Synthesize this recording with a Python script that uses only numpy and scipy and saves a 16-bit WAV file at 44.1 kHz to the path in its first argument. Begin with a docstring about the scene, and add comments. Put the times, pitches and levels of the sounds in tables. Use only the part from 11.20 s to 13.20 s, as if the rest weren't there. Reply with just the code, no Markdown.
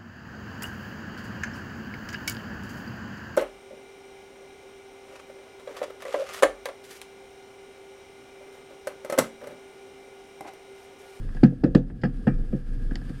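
"""Velomobile rolling along a street

Heard from a camera fixed to the hollow shell, it rolls slowly on rumbling, hissing tyres: coloured noise. The
body shudders on its wheels, a low wandering sine; loose parts tick, some knocks rebound lightly, and a hard
fitting clacks. Six knocks thump, boom in the shell modes and rattle the fittings with noise bursts. The
camera's limiter ducks on the highest peaks and recovers slowly."""
import sys
import numpy as np
from scipy import signal
from scipy.fft import rfft, irfft
from scipy.io import wavfile
from scipy.ndimage import uniform_filter1d, minimum_filter1d

SR = 44100
rng = np.random.default_rng(int(sys.argv[2]) if len(sys.argv) > 2 else 0)


def materialize(psi):
    """Save the field psi as 16-bit PCM at rate SR to the path in sys.argv[1].

    A 1-D psi becomes a single channel; in a 2-D psi each row is a channel.
    """
    bounded = np.clip(np.atleast_2d(psi).T, -1, 1)
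    quanta = np.round(bounded * 32767).astype(np.int16)
    wavfile.write(sys.argv[1], SR, quanta)


N = 88200
T = np.arange(N) / SR
ATTACK_S, SHELL_RISE_S = 0.0008, 0.0016  # time constants of the onsets: small parts, shell


def undb(db):
    """Decibels to gain."""
    return 10 ** (np.asarray(db) / 20)


def curve(table, axis):
    """One column of a table, joined by straight lines in time."""
    rows = np.array(table)
    return np.interp(T, rows[:, 0], rows[:, axis])


def gains(colour):
    """A colour as a gain for every frequency, its points joined in dB over log frequency."""
    hz, db = np.array(colour).T
    f = np.maximum(np.arange(N // 2 + 1) * SR / N, 1)
    return undb(np.interp(np.log(f), np.log(hz), db, left=-120, right=-120))


def noise(colour):
    """Random-phase noise of the given colour at unit rms."""
    phase = 2 * np.pi * rng.random(N // 2 + 1)
    x = irfft(gains(colour) * np.exp(1j * phase), N)
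    return x / x.std()


def walk(rate_hz):
    """Slow random wandering of unit spread: random steps, smoothed over one step."""
    step = int(SR / rate_hz)
    levels = np.repeat(rng.standard_normal(N // step + 1), step)
    x = uniform_filter1d(levels, step)[:N]
    return x / x.std()


def add(out, start_s, x):
    """Mix a sound in from its start time."""
    i = int(max(start_s, 0) * SR)
    out[i:i + len(x)] += x[:N - i]


def onset(time_constant_s):
    """Rounded attack, rising exponentially towards 1."""
    return 1 - np.exp(-T / time_constant_s)


def fade(t60):
    """Exponential decay, 60 dB down after t60 seconds."""
    return np.exp(-np.log(1000) * T / t60)


def burst(colour, attack_s, t60, tail_db, tail_t60):
    """Dense resonances: a quick rise, a fast decay and a weaker tail in the cabin."""
    decay = fade(t60) + undb(tail_db) * fade(tail_t60)
    return noise(colour) * onset(attack_s) * decay


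def click(colour):
    """One clean impact of unit energy, ringing only as long as its colour demands (minimum phase)."""
    gain = gains(colour)
    cepstrum = irfft(np.log(gain + gain.max() / 300), N)  # small floor keeps the log in range
    causal = 2 * cepstrum[:N // 2]
    x = irfft(np.exp(rfft(causal, N)), N)
    return x / np.linalg.norm(x)


def ring(modes, contact_hz):
    """Struck modes, neighbours in opposite sense; a soft contact spares the high ones."""
    out = np.zeros(N)
    for k, (hz, db, t60) in enumerate(modes):
        sense = (-1) ** (k + 1)
        softness = np.hypot(1, (hz / contact_hz) ** 2)
        out += sense * undb(db) / softness * fade(t60) * np.sin(2 * np.pi * hz * T)
    return out


# shudder of the body on its wheels: t/s, rms level/dB, f/Hz
BODY_SHUDDER = [(0.0, -34, 29.2), (0.19, -28, 25.6), (0.30, -31.5, 31.1), (0.44, -35.5, 31.1),
                (0.58, -24.5, 31.53), (0.76, -42, 36.83), (0.98, -23.5, 32.64), (1.05, -44, 30),
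                (1.15, -18.5, 27.7), (1.27, -28, 25), (1.42, -37.5, 25.08), (1.5, -30, 28.5),
                (1.71, -22.5, 27.85), (1.80, -38, 31.25), (1.9, -31.5, 32.53), (2.0, -43, 32)]
# rolling tyres: t/s, rumble level/dB, hiss level/dB
TYRE_LEVELS = [(0, -36, -56), (0.18, -42, -58.5), (0.45, -31.5, -61), (0.78, -34, -61), (0.93, -34.5, -58),
               (1.2, -32, -57.5), (1.45, -38, -58.5), (1.6, -34.5, -57.5), (1.8, -38.5, -57),
               (2.0, -39.5, -55.5)]
# colour of the shell's rumble: f/Hz, level/dB
RUMBLE_COLOUR = [(20, -6), (40, 7.5), (60, -3), (100, 0), (135, 0), (160, -8), (240, -3), (320, -13.5),
                 (400, -19), (490, -17), (600, -35), (760, -29), (900, -53), (1500, -45)]
# colour of the tread's hiss: f/Hz, level/dB
HISS_COLOUR = [(500, 2), (950, -6), (1350, 2), (1480, -2), (1650, 10.5), (1850, -4), (2200, -7),
               (3300, -7.5), (4100, -12.5), (4950, -9), (5800, -16.5), (7500, -18), (9400, -14),
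               (11000, -24), (13300, -23.5), (15000, -35.5)]
SHUDDER_WAVER_DB, RUMBLE_WAVER_DB, HISS_WAVER_DB = 1.8, 1.5, 1.4  # rms spread of each level


def rolling():
    """Tyres on rough asphalt: the body shudders, the shell rumbles and the tread hisses."""
    shudder_level = undb(curve(BODY_SHUDDER, axis=1) + SHUDDER_WAVER_DB * walk(32))
    shudder_phase = 2 * np.pi * np.cumsum(curve(BODY_SHUDDER, axis=2)) / SR
    shudder = np.sqrt(2) * shudder_level * np.sin(shudder_phase)  # root 2: sine of unit rms
    rumble_level = undb(curve(TYRE_LEVELS, axis=1) + RUMBLE_WAVER_DB * walk(30.09))
    hiss_level = undb(curve(TYRE_LEVELS, axis=2) + HISS_WAVER_DB * walk(45))
    return shudder + rumble_level * noise(RUMBLE_COLOUR) + hiss_level * noise(HISS_COLOUR)


# loose parts tapping the shell, and light rebounds of the knocks: t/s, thud level/dB, rattle level/dB, snap
# level/dB
LOOSE_TICKS = [(0.0892, -52, -48, -56), (0.148, -37.5, -48, -45), (0.168, -46, -45.5, -48.5),
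               (0.323, -26, -71.5, -81), (0.7, -34.5, -43, -66), (1.342, -27.5, -60, -68),
               (1.71, -33.5, -41, -52), (1.7556, -40.5, -43.5, -24.5), (1.815, -44, -48, -53),
               (1.895, -34.5, -51, -46)]
# shell modes, also boomed by the knocks: f/Hz, level/dB, t60/s
SHELL_MODES = [(136.9, 1.5, 0.26), (181.5, -1.5, 0.26), (234.6, -2.5, 0.22), (268.2, -5.5, 0.3),
               (312.8, -7, 0.17), (376.5, -5.5, 0.076), (490.2, -8, 0.21), (735.6, -11, 0.087)]
# modes of a hard fitting, also struck by the clacks: f/Hz, level/dB, t60/s
FITTING_MODES = [(1648, -2, .045), (1748, -6, .05), (1935, -14, .12), (3250, -24, .05)]
# colour of panel clatter, also in the knocks: f/Hz, level/dB
CLATTER_COLOUR = [(90, -24), (140, -14.5), (300, 9), (420, -4.5), (510, 3), (620, -14), (780, -18.5),
                  (920, -36.5), (1500, -42.5)]
# colour of fitting rattle, also in the knocks: f/Hz, level/dB
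RATTLE_COLOUR = [(700, 12.5), (1000, -9.5), (1250, 1), (1450, -1.5), (1680, 5), (1900, -2), (2200, -14.5),
                 (2600, -9), (3500, -27.5), (5200, -38), (7000, -44.5), (14000, -53)]
# bright snap of small hard parts, also in the clacks: f/Hz, level/dB
SNAP_COLOUR = [(1400, 2.5), (2000, 6), (2500, -0.5), (3300, 4.5), (3800, -7), (4600, 7.5), (5200, 8),
               (5800, -14), (6600, -8.5), (9000, -23), (14000, -34.5)]
TICK_CONTACT_HZ, TICK_CLATTER_DB = 420, -1.5  # clatter relative to the thud level


def ticks():
    """Loose parts tap the shell lightly and set the fitting ringing; a few taps are light rebounds just after a
    knock."""
    out = np.zeros(N)
    thud = ring(SHELL_MODES, TICK_CONTACT_HZ) * onset(SHELL_RISE_S)
    fitting = ring(FITTING_MODES, np.inf)
    for start, thud_db, rattle_db, snap_db in LOOSE_TICKS:
        clatter = undb(TICK_CLATTER_DB) * noise(CLATTER_COLOUR) * onset(SHELL_RISE_S) * fade(0.08)
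        rattle = burst(RATTLE_COLOUR, ATTACK_S, t60=0.057, tail_db=-30.5, tail_t60=0.17)
        snap = burst(SNAP_COLOUR, ATTACK_S, t60=0.0084, tail_db=-23.5, tail_t60=0.085)
        add(out, start, undb(thud_db) * (thud + clatter))
        add(out, start, undb(rattle_db) * (fitting + rattle))
        add(out, start, undb(snap_db) * snap)
    return out


# clacks of the hard fitting: t/s, ring level/dB, chatter level/dB
FITTING_CLACKS = [(0.8358, -19, -42.5), (0.8505, -24, -49), (1.075, -27.5, -53)]
SCRAPE_S, SCRAPE_DB = 0.814, -46  # start and level of the scrape


def clacks():
    """A hard fitting scrapes briefly, then strikes and rebounds, chattering in its seat."""
    out = np.zeros(N)
    scrape = burst(SNAP_COLOUR, attack_s=0.0025, t60=0.061, tail_db=-38, tail_t60=0.13)
    add(out, SCRAPE_S, undb(SCRAPE_DB) * scrape)
    fitting = ring(FITTING_MODES, np.inf)
    for start, ring_db, chatter_db in FITTING_CLACKS:
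        chatter = burst(SNAP_COLOUR, ATTACK_S, t60=0.076, tail_db=-20, tail_t60=0.13)
        add(out, start, undb(ring_db) * fitting + undb(chatter_db) * chatter)
    return out


THUMP_RISE, THUMP_SETTLE_SHARE = 0.61, 0.3  # starting pitch excess (ratio), settling time per hold time
THUMP_ATTACK_S, THUMP_T60_S = 0.0018, 0.027


def thump(hz, hold_s):
    """The struck panel flexes for a few cycles, its pitch sagging to hz as it relaxes."""
    pitch = hz * (1 + THUMP_RISE * np.exp(-T / (THUMP_SETTLE_SHARE * hold_s)))
    release = np.exp(-np.log(1000) * np.maximum(T - hold_s, 0) / THUMP_T60_S)
    return -onset(THUMP_ATTACK_S) * release * np.sin(2 * np.pi * np.cumsum(pitch) / SR)


# colour of the sharp crack: f/Hz, level/dB
CRACK_COLOUR = [(900, 12.5), (2100, 10.5), (2700, 6.5), (3700, 0.5), (4600, 9.5), (5150, 4.5), (5700, -12),
                (6800, -11.5), (7500, -13), (9000, -16), (11000, -26), (15000, -44.5)]
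# colour of its echo in the cabin: f/Hz, level/dB
CABIN_COLOUR = [(2300, -1), (3300, 2.5), (6700, -7.5), (13000, -28.5)]
CRACK_CLICK_DB, CRACK_GRIT_DB = 12, -1  # both relative to the crack level
CABIN_DB, CABIN_RISE_S, CABIN_T60_S = -14.5, 0.022, 0.11  # echo, relative to the crack level


def crack():
    """A clean click with gritty noise, echoing in the cabin with a slower swell."""
    impact = undb(CRACK_CLICK_DB) * click(CRACK_COLOUR)
    grit = undb(CRACK_GRIT_DB) * noise(CRACK_COLOUR) * onset(ATTACK_S) * fade(0.029)
    echo = undb(CABIN_DB) * noise(CABIN_COLOUR) * onset(CABIN_RISE_S) * fade(CABIN_T60_S)
    return impact + grit + echo


# knocks: t/s, thump level/dB, thump f/Hz, thump hold/s, shell boom level/dB, panel clatter level/dB,
# fitting rattle level/dB, sharp crack level/dB, lag of the crack/s, metal ring level/dB
SHELL_KNOCKS = [(0.2325, 2.5, 214.4, 0.02, -5, -17, -20.5, -21.5, 0.0033, -65),
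                (0.436, -5, 262, 0.011, -13.5, -12.5, -27, -29.5, 0.0035, -77),
                (0.5485, -3, 195, 0.01, -9.5, -9, -23, -20, 0.0012, -64.5),
                (0.8341, -16, 199.8, 0.034, -15, -22, -23, -53, 0.002, -49.5),
                (1.0691, -11.5, 186.5, 0.027, -13.5, -19, -24.5, -53.5, 0.001934, -32.5),
                (1.3278, -20.5, 181.5, 0.025, -27.5, -27.5, -49.5, -65, 0.0021, -54)]
# modes of the metal drive parts: f/Hz, level/dB, t60/s
METAL_MODES = [(1230, -3, .09), (1270, -7, .22), (1427, -11, .2), (1728, -12, .29), (1809, -1, .13),
               (1857, -8, .15), (2347, -10, .18), (2444, -24, .4), (5626, -36, .4), (8161, -32, .34)]
KNOCK_CONTACT_HZ = 364


def knocks():
    """Each knock flexes a panel, booms in the shell, shakes the fittings, rings the metal and cracks."""
    out = np.zeros(N)
    metal = ring(METAL_MODES, np.inf)
    shell = ring(SHELL_MODES, KNOCK_CONTACT_HZ) * onset(SHELL_RISE_S)
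    for (start, thump_db, thump_hz, hold_s, boom_db, clatter_db,
         rattle_db, crack_db, lag_s, metal_db) in SHELL_KNOCKS:
        add(out, start, undb(thump_db) * thump(thump_hz, hold_s))
        add(out, start, undb(boom_db) * shell + undb(metal_db) * metal)
        clatter = burst(CLATTER_COLOUR, ATTACK_S, t60=0.13, tail_db=-12, tail_t60=0.22)
        rattle = burst(RATTLE_COLOUR, ATTACK_S, t60=0.079, tail_db=-21, tail_t60=0.3)
        add(out, start + lag_s / 2, undb(clatter_db) * clatter + undb(rattle_db) * rattle)
        add(out, start + lag_s, undb(crack_db) * crack())
    return out


def scene():
    """Everything reaches the camera through the shell."""
    return (rolling() + ticks() + clacks() + knocks())[None]


LIMIT_DB, RECOVER_DB_PER_S, TOP_HZ = -0.2, 5, 14900


def record(dry):
    """A limiter ducks on the peaks and recovers slowly; the top is cut."""
    over_db = np.maximum(20 * np.log10(np.abs(dry[0]) + 1e-9) - LIMIT_DB, 0)
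    recovery_db = RECOVER_DB_PER_S * T
    duck_db = np.maximum.accumulate(over_db + recovery_db) - recovery_db
    # the gain starts falling just ahead of each peak, then is smoothed
    gain = uniform_filter1d(minimum_filter1d(undb(-duck_db), size=200), size=200)
    top_cut = signal.ellip(8, 0.2, 70, TOP_HZ, fs=SR, output="sos")
    return signal.sosfilt(top_cut, dry * gain)


dry = scene()
out = record(dry)
materialize(out)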